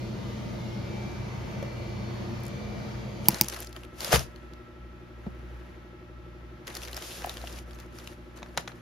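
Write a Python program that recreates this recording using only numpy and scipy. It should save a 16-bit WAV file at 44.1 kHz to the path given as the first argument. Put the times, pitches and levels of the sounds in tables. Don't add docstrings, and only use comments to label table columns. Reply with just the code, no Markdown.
import sys
import numpy as np
from scipy import signal
from scipy.fft import rfft, irfft, next_fast_len
from scipy.io import wavfile
from scipy.ndimage import uniform_filter1d, map_coordinates

SR = 44100
rng = np.random.default_rng(int(sys.argv[2]) if len(sys.argv) > 2 else 0)


def master(y):
    cut = np.clip(np.atleast_2d(y).T, -1, 1)
    pcm = np.round(cut * 32767)
    wavfile.write(sys.argv[1], SR, pcm.astype(np.int16))


N = 388521

# f/Hz, side against mid/dB
ROOM_WIDTH = [(60, -13), (110, -20.5), (200, -5), (380, -3.5), (700, -3), (1300, -1), (2400, -1.5),
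              (4400, -6), (8000, -2.5), (15000, 3.5)]


def mailer_rustle():
    # t/s, length/s, crinkle/dB, sheet/dB, share of smooth sliding/0-1
    moves = [(3.269, 0.18, -46, -45.5, 0.3), (3.478, 0.16, -47, -51.5, 0.1), (3.663, .19, -63, -59, 0.1),
             (4.017, .19, -39, -41.5, .7), (4.298, 0.14, -73.5, -66, .3), (5.198, .55, -74, -60.5, .3),
             (6.707, .32, -51.5, -50.5, .45), (7.027, 0.16, -44, -49.5, .85), (7.211, .1, -48.5, -46, .75),
             (7.324, .26, -51, -51.5, 0.6), (7.677, 0.18, -63, -56, 0.33), (7.952, 0.17, -56, -54.5, 0.4),
             (8.145, .2, -72.5, -71, .5), (8.391, .4, -67, -60, 0.5)]
    landing = [(4.127, 0.017, -23.5, -21, 0.8), (4.15, 0.0072, -27, -28, 0.65)]
    # t/s, crinkle/dB, sheet/dB
    crumples = [(3.298, -46.5, -41), (3.325, -46.5, -42), (3.348, -45.5, -40), (3.384, -44.5, -48),
                (3.523, -41.5, -42.5), (3.563, -48.5, -46), (3.762, -59.5, -49.5), (6.673, -48, -43),
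                (6.759, -44.5, -50), (6.826, -45, -49), (6.873, -49.5, -48.5), (6.966, -43, -43),
                (7.525, -50, -58), (7.58, -51.5, -54), (7.795, -59.5, -53), (8.364, -53.5, -49.5),
                (8.59, -49, -45.5), (8.69, -60, -52)]
    # f/Hz, level/dB
    crinkle_spectrum = [(700, -26), (1600, -17), (2600, 3.5), (5000, 3.5), (7000, 2.5), (11000, -0.5),
                        (13600, -5.5), (15500, -30.5)]
    sheet_spectrum = [(120, -17), (300, -8), (520, 4), (900, -2.5), (1800, -2), (2800, -10), (5000, -33.5)]
    crumple_hold_s, crumple_slide = 0.011, 0.27
    crumpling = [(s, crumple_hold_s, *levels, crumple_slide) for s, *levels in crumples]
    bright, body, sliding = np.zeros((3, N))
    for motions, rise, fall in [(moves, 381, 338.5), (crumpling, 1900, 522.5), (landing, 1000, 650)]:
        for s, length, crinkle_db, sheet_db, slide in motions:
            power = power_envelope(s, length, rise, fall)
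            bright += amp(crinkle_db) ** 2 * power
            body += amp(sheet_db) ** 2 * power
            sliding += slide * amp(crinkle_db) ** 2 * power
    share = np.clip(sliding / bright, 0, 1)
    crinkle = film(crinkle_spectrum, share, per_second=2000, scatter_db=6.5, clump_db=5, ring_db=3.5)
    sheet = film(sheet_spectrum, share, per_second=2200, scatter_db=3, clump_db=5.5, ring_db=2)
    return amp(0.5) * np.sqrt(bright) * crinkle + amp(0.14) * np.sqrt(body) * sheet


def film(spectrum, slide_share, per_second, scatter_db, clump_db, ring_db):
    sizes = amp(scatter_db * np.minimum(rng.exponential(size=(2, N)), 3)) * rng.choice([-1, 1], (2, N))
    buckles = sizes * (rng.random((2, N)) < per_second / SR)
    buckles *= amp(clump_db * np.tanh(wobble(110)))
    ringing = unit(patchy(buckles, ring_db, frame=256, cells=4))
    motion = np.sqrt(1 - slide_share) * ringing + np.sqrt(slide_share) * noise()
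    return spread(motion, spectrum, side_db=-2)


def creases():
    # t/s, level/dB, f/Hz
    snaps = [(1.627, -32.5, 1610), (2.404, -44, 12000), (2.435, -32, 9800), (2.452, -36, 8000),
             (2.465, -30, 7600), (2.481, -34, 7540), (3.2565, -24.5, 3000), (3.344, -19.5, 4320),
             (3.357, -33, 9000), (3.444, -22, 6300), (3.484, -15.5, 6100), (3.498, -25, 5600),
             (3.525, -26, 1890), (3.563, -31, 2010), (3.603, -24, 11400), (3.646, -30.5, 6100),
             (3.671, -30.5, 4730), (3.728, -34.5, 4100), (3.692, -41, 9000), (3.7632, -29.5, 3180),
             (3.834, -33, 2700), (3.849, -38, 2700), (4.0052, -20, 4540), (4.017, -26, 4200),
             (4.0455, -16.5, 4830), (4.1289, -10, 1400), (4.1593, -8.5, 2220), (4.193, -17, 5000),
             (4.360, -37, 3010), (4.535, -39.5, 4330), (6.6706, -26, 4220), (6.6777, -25, 2140),
             (6.7015, -34, 2790), (6.751, -22.5, 4870), (6.768, -24, 4200), (6.8178, -28.5, 2770),
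             (6.833, -29, 2800), (6.85, -29, 4600), (6.875, -31, 2150), (6.882, -29.5, 4000),
             (6.913, -37, 9000), (6.93, -25, 3100), (6.944, -25, 5100), (6.9665, -24, 4970),
             (6.975, -30, 1910), (7.022, -26, 3080), (7.108, -31, 3200), (7.22, -26.5, 1660),
             (7.242, -25, 1880), (7.26, -29, 10500), (7.294, -22.5, 3460), (7.34, -35, 9500),
             (7.3698, -27.5, 3170), (7.379, -33, 3400), (7.415, -33, 4120), (7.472, -27.5, 2970),
             (7.477, -31.5, 3600), (7.527, -34, 5600), (7.5856, -32, 2250), (7.709, -38, 3520),
             (7.732, -39, 4300), (7.787, -38, 1720), (7.80, -36, 4300), (7.986, -32.5, 5600),
             (8.02, -42, 1950), (8.0736, -27, 2820), (8.362, -43, 6040)]
    ring_cycles, ring_db = 10, -14
    track, t = np.zeros((2, N)), np.arange(8192) / SR
    onset = 1 - np.exp(-t / 0.0005)
    for s, db, hz in snaps:
        top_db = np.clip(-6 + 3.5 * np.log2(hz / 4000) + 0.24 * (db + 25), -20, 6)
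        spectrum = [(300, -7), (1500, -2), (6000, -4.5), (13000, top_db), (16000, top_db - 13)]
        snap = coloured(burst(t60=0.011, width=0.51, hold=0.0011) * onset, spectrum)
        upper_hz = hz * rng.uniform(1, 1.5)
        patch = lambda f: 0.43 + resonance(f, hz, 0.13 * hz) + 0.7 * resonance(f, upper_hz, 0.25 * hz)
        ring = damped_sine(t, hz, ring_cycles / hz) * (1 - np.exp(-t * hz / 2))
        add(track, s, unit(filtered(snap, patch)) + amp(ring_db) * unit(ring), db - 0.5)
    return track


def desk_knocks():
    # t/s, level/dB, f/Hz, t60/s
    contacts = [(1.626, -27, 560, 0.044), (3.329, -27.5, 200, .04), (4.075, -27.5, 606, .02),
                (4.092, -34, 190, 0.034), (4.128, -11.5, 600, 0.014), (4.136, -14.5, 137, 0.041),
                (4.139, -18, 405, 0.014), (4.153, -25, 150, 0.03), (4.139, -20.5, 72, 0.15),
                (4.157, -18, 505, 0.025), (4.174, -26.5, 128, 0.14), (4.206, -32, 650, 0.031),
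                (5.264, -38.5, 700, 0.064), (5.265, -35, 440, 0.034), (5.267, -25, 198, 0.06),
                (7.2455, -20, 724, 0.016), (7.2705, -26, 730, 0.02), (7.4395, -29, 690, 0.019)]
    track, t = np.zeros((2, N)), np.arange(8192) / SR
    for s, db, hz, t60 in contacts:
        ring = damped_sine(t, hz, t60) * (1 - np.exp(-t * hz * 2))
        puff = filtered(burst(t60 * 1.58, width=0.89), lambda f: resonance(f, 0.67 * hz, 1.8 * hz) ** 2)
        add(track, s, unit(ring) + 0.44 * unit(puff), db + 0.1)
    return track


def foil_pouch():
    # t/s, level/dB, cutoff/Hz
    clacks = [(8.4209, -33, 1000), (8.4293, -26.5, 3200), (8.461, -37, 2500), (8.5688, -33, 3000),
              (8.5748, -13, 14000), (8.576, -14, 9000), (8.5802, -18.5, 2410), (8.6763, -23.5, 5460),
              (8.6798, -25, 5000), (8.718, -35.5, 2500)]
    # f/Hz, level/dB
    crack_spectrum = [(60, -25), (150, 2), (300, -7), (600, 1.5), (950, -2), (1400, 0), (2200, 1),
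                      (2900, -6.5), (3900, 0.5), (5200, -5), (6800, -1.5), (8500, -9.5), (11500, -6),
                      (16000, -24)]
    # f/Hz, width/Hz, level/dB
    modes = [(643, 230, -3), (1420, 380, -0.5), (2200, 600, -4), (4000, 420, -4), (5130, 740, -7),
             (6560, 890, -0.5)]
    track = np.zeros((2, N))
    flip = np.ones((2, 1)) * signal.unit_impulse(8192)
    panel = lambda f: sum((-1) ** k * amp(db) * resonance(f, hz, width)
                          for k, (hz, width, db) in enumerate(modes))
    ring = amp(-5.5) * unit(filtered(flip, panel))
    for s, db, cutoff_hz in clacks:
        crack = unit(coloured(burst(t60=0.019, width=0.41, hold=0.0011), crack_spectrum))
        add(track, s, filtered(crack + ring, lambda f: 1 / (1 + 1j * f / cutoff_hz) ** 2), db)
    return track


def camera_taps():
    # t/s, click/dB, thud/dB, low ring/dB, high ring/dB
    strikes = [(3.2845, 0.5, -12.5, -16.5, 1.5), (3.2908, -20, -37, -31.5, -25),
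               (3.4112, -2.5, -16.5, -6.5, -4.5), (3.4195, -19.5, -35.5, -23.5, -25),
               (3.4358, -32, -35, -28.5, -34)]
    # f/Hz, level/dB
    click_spectrum = [(300, -9), (600, -9), (950, 2), (1400, -16), (2400, 1), (3400, -21), (4100, -7),
                      (4800, 4), (6000, 1.5), (7200, -8.5), (8300, -0.5), (12000, -3), (14300, 4),
                      (16000, -4)]
    # f/Hz, width/Hz
    rings = [(5250, 1900), (14400, 2200)]
    # f/Hz, level/dB, t60/s
    modes = [(127.7, -5, 0.13), (204.6, -0.5, 0.0744), (333.6, -5, 0.076), (493, -16.5, .06),
             (867, -4, .04), (970, -6, .035), (2294, -2, .018)]
    track, t = np.zeros((2, N)), np.arange(SR // 4) / SR
    thud = sum((-1) ** k * amp(db) * damped_sine(t, hz, t60) for k, (hz, db, t60) in enumerate(modes))
    thud *= 1 - np.exp(-t / 0.0005)
    for s, click_db, thud_db, *rings_db in strikes:
        add(track, s, coloured(burst(t60=0.01, width=0.065, hold=0.0015), click_spectrum), click_db)
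        for (hz, width), db in zip(rings, rings_db):
            impact = burst(t60=0.0078, width=0.046, hold=0.00067)
            add(track, s, filtered(impact, lambda f: resonance(f, hz, width) ** 2), db)
        add(track, s, thud, thud_db)
    return track


def throbbing_fan():
    # f/Hz, width/Hz, level/dB
    housing = [(179.8, 40, -18), (241, 24, -3.5), (319, 21, 5), (358.9, 21.3, 8), (487, 69, -9),
               (622, 30, -9), (720, 73, -24)]
    # f/Hz, level/dB
    whine_lines = [(1308, -69), (1330, -65), (1680, -75.5), (1906, -73), (2155, -78), (2638, -80.5),
                   (3400, -83.5)]
    mains_lines = [(118.4, -57.5), (177.6, -63.5), (240, -62), (597.5, -67.5), (840, -72)]
    air_spectrum = [(22, -38.5), (36, -10), (65, -7), (150, -9), (230, -15), (280, -16), (355, -12),
                    (400, -24), (490, -17.5), (700, -24.5), (1400, -24), (3000, -31.5), (6000, -42),
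                    (9600, -51), (12800, -48), (15000, -69)]
    # t/s, level/dB
    whine_levels = [(4.3, 3), (5.3, 1), (7.3, -.5), (7.9, -1.5), (8.8, -4)]
    hum_levels = [(3.3, -43.5), (3.95, -49), (4.36, -48), (4.6, -46), (4.68, -63), (4.83, -41.5),
                  (5.0, -48), (5.06, -55), (5.15, -45), (5.55, -46), (5.68, -52), (6.03, -49), (6.18, -45),
                  (6.3, -48), (6.54, -47.5), (6.65, -61), (6.72, -48), (6.95, -44), (7.02, -59),
                  (7.08, -51), (7.14, -58), (7.22, -47), (7.34, -49), (7.42, -42.5), (7.75, -46.5),
                  (8.55, -49.5), (8.8, -58)]
    turns_per_s, cut_s, cut_offset_turns = 11.99, 8.37, 0.45
    turns = (clock() - 4.341) * turns_per_s + cut_offset_turns * (clock() > cut_s)
    beats = np.diff(np.floor(turns), prepend=np.floor(turns[0])) * amp(wobble(5.4))
    throb = amp(-53.5) * resonant_bands(beats, housing)
    chop = 1 + 0.25 * np.cos(2 * np.pi * turns)
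    whine = fader(whine_levels) * tones(whine_lines, drift=0.02, waver_db=1, blur=0.46) * chop
    air = amp(-51.5 + wobble(4.4)) * spread(noise(), air_spectrum, side_db=1.4)
    hum = fader(hum_levels) * tones([(60.2, 0)], drift=0.05, waver_db=2.5, blur=0.1)
    mains = amp(2) * tones(mains_lines, drift=0.0073, waver_db=0.95)
    return air + hum + throb + whine + mains


def computer_fans():
    # t/s, length/s, f/Hz, level/dB
    passing_lines = [(0, 0.43, 2376, -62), (.1, 0.47, 2034, -65), (.6, .55, 2150, -62.5),
                     (.87, .42, 2335, -58), (1.5, 0.47, 2335, -59.5), (1.703, .3, 2022, -62),
                     (2.45, .8, 2318, -60), (2.6, 0.61, 2368, -63.5), (2.452, .75, 4790, -68.5)]
    # f/Hz, level/dB
    faint_lines = [(3009, -76.5), (3420, -77.5), (3760, -77.5), (4000, -76), (4330, -67), (4511, -76.5),
                   (4748, -73.5)]
    # f/Hz, width/Hz, level/dB
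    whirr_bands = [(1141, 670, -1.5), (2030, 50, -2), (2108, 330, -1.5), (2672, 150, -12)]
    # t/s, level/dB
    whirr_levels = [(0, -74.5), (.5, -67), (.9, -61), (1.3, -54), (1.65, -55), (1.95, -57), (2.201, -56.5),
                    (3.2, -57.5)]
    whirr = resonant_bands(spread(noise(), [(1000, 0)], side_db=2), whirr_bands)
    track = amp(2.5) * fader(whirr_levels) * whirr
    for s, length, hz, db in passing_lines:
        swell = np.sqrt(power_envelope(s, length, rise=69.5, fall=69.5))
        track += swell * tones([(hz, db)], drift=0.035, waver_db=3, blur=0.7)
    return track + tones(faint_lines, drift=0.03, waver_db=3, blur=0.99)


def cooling():
    # f/Hz, level/dB
    motor_lines = [(58.5, -49.5), (91.5, -48.5), (119, -41), (209.9, -50), (344.5, -55), (452, -58),
                   (581, -59), (867, -64.5), (926, -62.5), (1217, -66.5)]
    air_spectrum = [(22, -38), (45, -11), (76, -9), (108, -8.5), (132, -1.5), (165, -11), (198, -1),
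                    (255, -13.5), (296, -15.5), (346, -8), (400, -18.5), (581, -16), (800, -23),
                    (1340, -28.5), (2700, -32), (4400, -34), (6500, -38.5), (8400, -49.5), (13200, -50),
                    (14600, -70)]
    fade_db_per_s = 0.47
    air = spread(patchy(noise(), depth_db=1.68, frame=2048, cells=8), air_spectrum, side_db=0.95)
    air *= amp(-36.5 - fade_db_per_s * clock() + 0.55 * wobble(7))
    return air + amp(0.5) * tones(motor_lines, drift=0.024, waver_db=1.8)


def room(x):
    # f/Hz, t60/s
    decay = [(150, 0.34), (1500, 0.1996), (6000, 0.21), (14000, 0.0958)]
    hz, t, bins = signal.stft(noise(SR // 2), SR, nperseg=256)
    tail = signal.istft(bins * amp(-60 * t / along(decay, hz)[:, None]), SR, nperseg=256)[1]
    tail = np.pad(tail / np.linalg.norm(tail[0]), ((0, 0), (SR // 250, 0)))
    return signal.fftconvolve(x, tail, axes=1)[:, :N]


def microphone_ports(x):
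    dip = lambda f, hz, width: 1 - 0.9 * resonance(f, hz, width)
    lift = lambda f: 1 + 0.6 * resonance(f, 8200, 1530)
    mid = filtered((x[0] + x[1]) / 2, lambda f: dip(f, 8200, 2511))
    side = filtered((x[0] - x[1]) / 2, lambda f: dip(f, 11515, 2200) * lift(f))
    return np.array([mid + side, mid - side])


def tones(lines, drift, waver_db, blur=0):
    t, track = clock(), np.zeros((2, N))
    for hz, db in lines:
        phase = 2 * np.pi * (hz * t + rng.random()) + drift * np.sqrt(hz) * wobble(5) + blur * wobble(45)
        offset = np.arctan(amp(along(ROOM_WIDTH, hz) - 5)) * rng.choice([-1, 1])
        gain = np.sqrt(2) * amp(db + waver_db * wobble(2.982))
        track += gain * np.sin([phase + offset, phase - offset])
    return track


def amp(db):
    return 10 ** (np.asarray(db) / 20)


def unit(x):
    return x / np.sqrt(np.mean(x ** 2) + 1e-20)


def along(points, hz):
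    f, values = np.transpose(points)
    return np.interp(np.log(hz + 1), np.log(f + 1), values)


def clock():
    return np.arange(N) / SR


def noise(size=N):
    return rng.standard_normal((2, size))


def wobble(rate):
    return map_coordinates(rng.standard_normal(int(N * rate / SR) + 4), [clock() * rate])


def fader(points):
    return amp(np.interp(clock(), *np.transpose(points)))


def power_envelope(s, length, rise, fall):
    t = clock() - s
    db = np.minimum(rise * t, 0) - fall * np.maximum(t - length, 0)
    return amp(np.maximum(db, -150)) ** 2


def damped_sine(t, hz, t60):
    return np.sin(2 * np.pi * hz * t) * amp(-60 * t / t60)


def resonance(f, hz, width):
    return 1j * f * width / (hz * hz - f * f + 1j * f * width)


def filtered(x, response):
    n = x.shape[-1]
    padded = next_fast_len(n + 8192)
    return irfft(rfft(x, padded) * response(np.fft.rfftfreq(padded, 1 / SR)), padded)[..., :n]


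def resonant_bands(x, bands):
    response = lambda f: sum(amp(db) * resonance(f, hz, width) ** 2 for hz, width, db in bands)
    return unit(filtered(x, response))


def coloured(x, spectrum, size=2048):
    cepstrum = irfft(np.log(amp(along(spectrum, np.fft.rfftfreq(size, 1 / SR)))))
    cepstrum[1:size // 2] *= 2
    cepstrum[size // 2 + 1:] = 0
    impulse = irfft(np.exp(rfft(cepstrum)))
    return signal.fftconvolve(x, impulse[None], axes=1)[:, :x.shape[1]]


def patchy(x, depth_db, frame, cells):
    bins = signal.stft(x, nperseg=frame)[2]
    field = rng.standard_normal(bins.shape[1:])
    for axis in (0, 1):
        field = uniform_filter1d(field, size=cells, axis=axis)
    return signal.istft(bins * amp(depth_db * unit(field)), nperseg=frame)[1][:, :N]


def spread(pair, spectrum, side_db):
    response = lambda f: amp(along(spectrum, f) + [0 * f, along(ROOM_WIDTH, f) + side_db])
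    mid, side = filtered(pair, response)
    return unit(np.array([mid + side, mid - side]))


def burst(t60, width, hold=0, size=8192):
    mid, side = noise(size) * amp(-60 * np.maximum(np.arange(size) / SR - hold, 0) / t60)
    return np.array([mid + width * side, mid - width * side])


def add(track, s, sound, db):
    part = track[:, round(s * SR):][:, :sound.shape[-1]]
    part += (amp(db) * sound / np.abs(sound).max())[..., :part.shape[1]]


def scene():
    change_s, crossfade_s = 3.27, 0.019
    later = np.clip((clock() - change_s) / crossfade_s, 0, 1)
    background = np.sqrt(1 - later) * (cooling() + computer_fans()) + np.sqrt(later) * throbbing_fan()
    hits = creases() + desk_knocks() + foil_pouch()
    rustle = mailer_rustle()
    handling = rustle + hits + room(amp(-15) * hits + amp(-16.5) * rustle)
    airborne = background * amp([[0.3], [-0.3]]) + handling * amp([[0.8], [-0.8]])
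    taps = camera_taps()
    return microphone_ports(airborne) + taps + amp(-29.5) * room(taps)


def record(dry):
    top_hz = 16300
    return filtered(np.clip(dry, -1, 1), lambda f: 1 / (1 + (f / top_hz) ** 120))


dry = scene()
out = record(dry)
master(out)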